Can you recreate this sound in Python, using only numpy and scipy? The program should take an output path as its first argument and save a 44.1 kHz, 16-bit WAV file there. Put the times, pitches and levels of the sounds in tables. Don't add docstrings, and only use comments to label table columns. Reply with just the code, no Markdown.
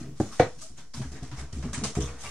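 import sys
import numpy as np
from scipy import signal
from scipy.fft import rfft, irfft
from scipy.io import wavfile
from scipy.ndimage import uniform_filter1d

SR = 44100
rng = np.random.default_rng(int(sys.argv[2]) if len(sys.argv) > 2 else 0)


def generate_wav(signal):
    frames = np.transpose(np.atleast_2d(signal))
    scaled = np.clip(frames, -1, 1) * 32767
    pcm = np.round(scaled).astype(np.int16)
    wavfile.write(sys.argv[1], SR, pcm)


def attenuation_scalar(level_db):
    decades = np.asarray(level_db, float) / 20
    return 10 ** decades


N = 101429

# (frequency [Hz], density [dB per Hz])
AIR_SPECTRUM = [(12, -22), (20, -25.5), (36, -20), (76, -42), (948, -48), (2680, -58), (3490, -59),
                (5490, -45.5), (11600, -61.5), (15000, -109), (22000, -120)]
# (frequency [Hz], t60 [s])
ROOM_DECAY = [(100, 0.27), (500, 0.22), (2000, 0.21), (8000, 0.13)]
# (frequency [Hz], side minus mid [dB])
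STEREO_WIDTH = [(60, -63), (130, -24), (270, -35), (560, -14), (1190, -12), (2500, -3.5), (5270, 0.5),
                (11100, -1.5)]
# (frequency [Hz], left minus right [dB])
STEREO_TILT = [(1000, 0), (4000, 1.5), (9000, -2)]
# (time [s], edge [Hz])
TREBLE_EDGE = [(1.74, 12000), (1.755, 11200), (1.795, 10700), (1.8, 10400), (1.835, 10500), (1.84, 11800),
               (1.95, 11100)]
# (time [s], frequency [Hz], level
# [dB], length [s])
SQUEAKS = [(0.611, 641, -52.5, 0.064), (0.002, 137.6, -38.5, 0.19), (1.52, 3060, -53, 0.022),
           (2.241, 1163, -44.5, 0.057), (2.244, 2294, -43, 0.043), (2.255, 2744, -44, 0.026)]
# (time [s], frequency [Hz], level [dB], t60 [s])
FLAPS = [(0, 315, -38.5, 0.063), (0.939, 235, -39.5, 0.083), (0.961, 250, -40.5, 0.058),
         (.99, 220, -31, 0.085), (1.045, 258.6, -36, 0.11), (1.214, 255, -40.5, 0.23), (1.234, 71, -47, .3),
         (1.278, 77, -39, 0.25), (1.411, 134, -41, 0.14), (.5, 70, -53, .25), (0.781, 164, -52, 0.34),
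         (1.316, 297, -41, 0.12), (1.56, 257, -35.5, 0.04), (1.634, 311, -43, 0.059),
         (1.659, 238, -31, 0.08), (1.728, 203, -35, .1), (1.77, 264, -33, 0.13), (1.82, 206, -27, 0.13),
         (1.84, 70, -37, .3), (1.839, 465, -37, 0.055), (1.89, 70, -45, .25), (1.89, 445, -41, 0.075),
         (2.021, 302, -31.5, .08)]
# (time [s], main panel [dB], deep panel [dB], upper panels [dB], push
# length [s])
PUSHES = [(0, -40.5, -45, -41, 0.12), (.56, -51, -55, -54.5, 0.16), (.69, -53, -51, -54, 0.1),
          (.77, -57.5, -69, -56.5, 0.052), (.83, -74.5, -64, -62, 0.082), (.938, -48.5, -43, -68, 0.013),
          (.968, -34.5, -64, -57, 0.013), (.988, -31, -43, -43, 0.021), (1.04, -48, -36, -56, 0.059),
          (1.11, -46, -43.5, -43, 0.22), (1.214, -36.5, -38, -44, 0.028), (1.31, -36, -52, -57, 0.048),
          (1.365, -49, -36, -48, 0.051), (1.415, -43.5, -51, -46, 0.058),
          (1.522, -36.5, -29.5, -47.5, 0.058), (1.558, -37.5, -40, -43.5, 0.096),
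          (1.63, -34, -35, -34, 0.067), (1.73, -50, -66, -48.5, 0.052), (1.77, -32.5, -44, -53.5, 0.083),
          (1.805, -44, -49, -33.5, 0.053), (1.966, -26, -26.5, -25.5, 0.017),
          (2.015, -34, -32, -34.5, 0.026), (2.07, -48.5, -41.5, -48.5, 0.12),
          (2.235, -50.5, -46.5, -75, 0.062),
          (.29, -76, -47.5, -51, 0.034), (1.887, -66, -56, -50, 0.12), (2.13, -65, -62, -58.5, 0.1)]
# (frequency [Hz], level [dB], t60 [s])
DEEP_PANEL = (67.9, 0, 0.22)
# (frequency [Hz], level [dB], t60 [s])
MAIN_PANEL = (130.6, 0, .16)
# (frequency [Hz], level [dB], t60 [s])
UPPER_PANELS = [(176, -11.5, 0.12), (261.4, -2.5, 0.086), (317, -8, 0.16), (414.2, -10.5, 0.14),
                (471.3, -22, 0.6), (689, -13, 0.1)]
# (time [s], centre [Hz], bandwidth [Hz], level [dB], length [s])
FOLDS = [(0.607, 6940, 4600, -46, 0.085), (0.612, 1250, 216, -55.5, 0.061), (1.527, 5600, 2470, -47, 0.011),
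         (1.74, 2052, 972, -39, 0.026), (1.735, 8000, 2000, -39.5, 0.044), (0.77, 7000, 911, -56, .03),
         (0.936, 5100, 1300, -44, 0.026), (1.365, 5833, 2000, -54, 0.046), (1.838, 6440, 2500, -36, 0.017),
         (1.954, 2400, 463, -46, 0.018), (1.955, 7750, 1200, -50, 0.083), (2.002, 3270, 730, -45, 0.052),
         (2.03, 3470, 555.6, -49, 0.047), (2.003, 7407, 370.4, -47, 0.023),
         (2.016, 6100, 1400, -38.5, 0.03), (2.045, 6200, 900, -50.5, 0.055),
         (2.072, 2420, 440, -50.5, 0.041)]
# (time [s], level [dB], crack level [dB], contact time [s])
KNOCKS = [
    (0.2007, -15.5, -49, 0.00017),
    (0.3962, -7.5, -23.5, 0.0012),
]
# (frequency [Hz], level [dB], t60 [s])
DESK_MODE = (111.5, -8, 0.084)
# (frequency [Hz], level [dB], t60 [s])
SOFT_ITEM = [(130.5, -2.5, .13), (235, 7, 0.036), (319, 5, 0.056), (390, -3, 0.055), (549, 1, 0.032),
             (759, -0.5, 0.032), (973, -16.5, 0.029), (1140, -17, 0.04), (1588, -17.5, .03),
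             (1770, -25.5, 0.044)]
# (frequency [Hz], level [dB], t60 [s])
HARD_ITEM = [(132.4, -4.5, 0.038), (255, -12, 0.11), (339, -1, 0.044), (462, 3.5, 0.052), (523.6, 8, 0.046),
             (730, 10, 0.043), (895, -8, 0.054), (1160, -18, 0.044), (1267, -8.5, 0.089),
             (1420, -10, 0.078), (1528, 3, 0.051), (1686, -29, .06), (2186, -2.5, 0.066),
             (2280, 12.5, 0.037)]
# (delay [s], level [dB])
SOFT_BOUNCES = [(0.02, -27), (0.03, -18), (0.057, -23), (.068, -28)]
# (delay [s], level [dB])
HARD_BOUNCES = [(.007, -9.5), (.017, -20), (0.0227, -12.5), (.0328, -20), (.057, -33.5), (.069, -26)]
# (time [s], level [dB], low rasp re level [dB], rise [s], t60 [s])
CRUMPLES = [(0, -44, -2.5, 0.0026, 0.4), (0.148, -48.5, -8.5, 0.038, .3), (0.1974, -37, -8, 0.0031, 0.77),
            (0.309, -40, -6.5, 0.024, 1), (0.394, -32, 11.5, 0.0039, 0.19), (0.583, -44, -15, 0.008, 0.21),
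            (0.604, -40.5, -16, 0.013, 0.42), (0.761, -43.5, -5.5, 0.03, 0.28),
            (0.934, -36, -8, 0.0088, 0.66), (1.016, -41.5, 4.5, 0.002, 0.19),
            (1.116, -43, -6.5, 0.0031, 0.6), (1.15, -52, 8, 0.0034, 0.33), (1.219, -44.5, -4, 0.015, 0.59),
            (1.312, -46.5, 4.5, 0.0045, 0.75), (1.361, -39.5, -1, 0.04, 0.26),
            (1.524, -43, -6.5, 0.0058, 1), (1.623, -43.5, 3, 0.0053, 0.53), (1.73, -30, -4, 0.0033, 0.45),
            (1.836, -23.5, -8, 0.0019, 0.29), (1.951, -34.5, -2, 0.002, 0.31),
            (2.001, -33.5, -6.5, 0.0063, 0.43), (2.071, -46.5, 3.5, 0.0053, 1),
            (2.176, -38.5, -17.5, 0.044, 1), (2.222, -36.5, -4, 0.017, 1)]
# (frequency [Hz], density [dB per Hz])
HISS_SPECTRUM = [(1880, -10.5), (3200, -6.5), (3640, -6.5), (4370, -6.5), (6400, -2), (7130, -4.5),
                 (9130, -8), (11600, -22), (15000, -44), (22000, -120)]
# (frequency [Hz], density [dB per Hz])
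RASP_SPECTRUM = [(240, 4), (400, -2.5), (693, 1), (821, -1.5), (1130, 3.5), (2120, -4), (2460, -7.5),
                 (5000, -15.5), (6500, -19.5), (11000, -120)]


def evened(x):
    return x / np.sqrt(np.mean(x ** 2) + 1e-20)


def read(points, hz):
    f, value = np.transpose(points)
    return np.interp(np.log(hz + 1), np.log(f + 1), value)


def colour(x, points):
    size = 2 ** 17
    gain = attenuation_scalar(read(points, np.fft.rfftfreq(size, 1 / SR)))
    return irfft(rfft(x, size) * gain, size)[..., :N]


def ring(modes, detune=0, swing=-1):
    t = np.arange(SR // 2) / SR
    total = np.zeros(len(t))
    for k, (hz, db, t60) in enumerate(modes):
        total += swing ** k * attenuation_scalar(db - 60 * t / t60) * np.sin(2 * np.pi * hz * (1 + detune) * t)
    return total


def swell(s, rise, t60):
    t = np.arange(N) / SR - s
    attack = np.clip(t / max(rise, 1e-4), 0, 1)
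    return attack * attenuation_scalar(-60 * np.clip(t - rise, 0, 3) / max(t60, 0.01))


def air():
    return attenuation_scalar(-60.5) * evened(colour(rng.standard_normal((2, N)), AIR_SPECTRUM))


def room(x):
    taps = np.zeros((2, SR // 2))
    slots = np.arange(200, SR // 2 - 20, 20)
    at = slots + rng.integers(0, 20, (2, len(slots)))
    np.put_along_axis(taps, at, rng.choice([-1., 1.], at.shape), 1)
    hz, t, z = signal.stft(taps, SR, nperseg=256)
    decay = attenuation_scalar(-60 * t / read(ROOM_DECAY, hz)[:, None])
    tail = signal.istft(z * decay, SR, nperseg=256)[1]
    return signal.fftconvolve(x[None], tail / np.linalg.norm(tail[0]), axes=1)[:, :N]


def squeaks():
    out, t = np.zeros(N), np.arange(N) / SR
    for s, hz, db, length in SQUEAKS:
        fuzz = 1 + 0.5 * evened(uniform_filter1d(rng.standard_normal(N), size=300))
        arch = np.sin(np.pi * np.clip((t - s) / length, 0, 1))
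        out += attenuation_scalar(db) * fuzz * np.sin(2 * np.pi * hz * t) * arch
    return out


def flaps():
    out, t = np.zeros(N), np.arange(N) / SR
    for s, hz, db, t60 in FLAPS:
        out += attenuation_scalar(db) * swell(s, 0.013, t60) * np.sin(2 * np.pi * hz * (t - s))
    return out


def box():
    out = np.zeros(N)
    rub = rng.standard_normal(N) * (rng.random(N) < 1100 / SR)
    pushes = PUSHES
    bends = rng.uniform(-1.22, 1, len(pushes))
    for (s, *levels_db, length), bend in zip(pushes, bends):
        at = round(s * SR)
        drive = (rub * swell(s, 0.0083, 3 * length))[at:][:SR // 2]
        panels = ring([MAIN_PANEL]), ring([DEEP_PANEL]), ring(UPPER_PANELS, 0.058 * bend)
        for db, panel in zip(levels_db, panels):
            boom = signal.fftconvolve(drive, panel)[:N - at]
            out[at:at + len(boom)] += attenuation_scalar(db + 4.5) * boom / (np.abs(boom).max() + 1e-9)
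    return out


def folds():
    out = np.zeros((2, N))
    clumps = (rng.random(N) < 0.04) * rng.exponential(1.3, N)
    cracks = rng.standard_normal((2, N)) * (0.52 + clumps)
    for s, hz, width_hz, db, length in FOLDS:
        edges_hz = [hz - width_hz / 2, hz + width_hz / 2]
        band = signal.sosfilt(signal.butter(3, edges_hz, "band", fs=SR, output="sos"), cracks)
        out += attenuation_scalar(db) * evened(band) * swell(s, 0.22 * length, 3 * length)
    return out


def knocks():
    out, t = np.zeros(N), np.arange(SR // 2) / SR
    build_s, ring_cap_s, crack_t60_s = 0.0018, 0.1, 0.007
    items = (SOFT_ITEM, 1, SOFT_BOUNCES), (HARD_ITEM, -1, HARD_BOUNCES)
    for (s, db, crack_db, contact), (modes, swing, bounces) in zip(KNOCKS, items):
        blow = t[:400] * np.exp(-4 * t[:400] / contact)
        damped = [(hz, mode_db, min(t60, ring_cap_s)) for hz, mode_db, t60 in modes]
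        body = ring([DESK_MODE]) + ring(damped, 0, swing)
        struck = signal.fftconvolve(body, blow / blow.sum())[:len(t)]
        sound = -struck * attenuation_scalar(db) * (1 - np.exp(-t / build_s))
        crack = signal.lfilter([0.2], [1, -1.72, 0.78], rng.standard_normal(len(t)))
        crack = crack * attenuation_scalar(crack_db - 60 * t / crack_t60_s)
        for delay, bounce_db in [(0.00065, 0)] + bounces:
            out[round((s + delay) * SR):][:len(t)] += attenuation_scalar(bounce_db) * (sound + crack)
    return out


def drift(shape, bins, frames):
    smooth = uniform_filter1d(rng.standard_normal(shape), size=bins, axis=0)
    return evened(uniform_filter1d(smooth, size=frames, axis=1))


def fibres(points):
    grains_per_s, spread_db, patch_db, sheet_db = 6000, 2.2, 1.1, 2.2
    size = attenuation_scalar(spread_db * np.minimum(rng.exponential(1, N), 5))
    grains = size * (rng.random(N) < grains_per_s / SR)
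    cracks = rng.standard_normal((2, N)) * (0.45 + grains)
    z = signal.stft(cracks, nperseg=512, noverlap=384)[2]
    patches, sheet = drift(z.shape[1:], 9, 12), drift(z.shape[1:], 2, 24)
    z = z * attenuation_scalar(patch_db * patches + sheet_db * sheet)
    return evened(colour(signal.istft(z, nperseg=512, noverlap=384)[1][:, :N], points))


def paper():
    snap_db, snap_t60_s = -4.5, 0.015
    hiss, rasp = np.full((2, N), 1e-14)
    for s, db, low_db, rise, t60 in CRUMPLES:
        snap = attenuation_scalar(snap_db) * swell(s, rise, snap_t60_s)
        power = swell(s, rise, t60) ** 2 + snap ** 2
        hiss += attenuation_scalar(2 * db - 19) * power
        rasp += attenuation_scalar(2 * (db + low_db) - 9.5) * power
    return np.sqrt(hiss) * fibres(HISS_SPECTRUM) + np.sqrt(rasp) * fibres(RASP_SPECTRUM)


def scene():
    hits, boom, sheet = knocks(), box() + squeaks() + flaps(), paper()
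    near = sheet + folds()
    near[0] += hits + boom
    near = near + attenuation_scalar(-10) * room(sheet[0])
    near = near + attenuation_scalar([[-12], [-4]]) * room(hits)
    near = near + attenuation_scalar([[-22], [-1]]) * room(boom)
    low_cut = signal.butter(2, 60, "high", fs=SR, output="sos")
    mid, side = air() + signal.sosfilt(low_cut, near)
    side = colour(side, STEREO_WIDTH)
    left = colour(mid + side, [(hz, db / 2) for hz, db in STEREO_TILT])
    right = colour(mid - side, [(hz, -db / 2) for hz, db in STEREO_TILT])
    return np.array([left, right])


def top_cut(x):
    return signal.sosfilt(signal.butter(12, 15720, fs=SR, output="sos"), x)


def record(dry):
    hz, t, z = signal.stft(dry, SR, nperseg=1024)
    edge_hz = np.interp(t, *np.transpose(TREBLE_EDGE), left=SR, right=SR)
    lost = hz[:, None] > edge_hz
    kept = signal.istft(z * ~lost, SR, nperseg=1024)[1][:, :N]
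    mix = kept - 0.0079
    return top_cut(mix)


dry = scene()
out = record(dry)
generate_wav(out)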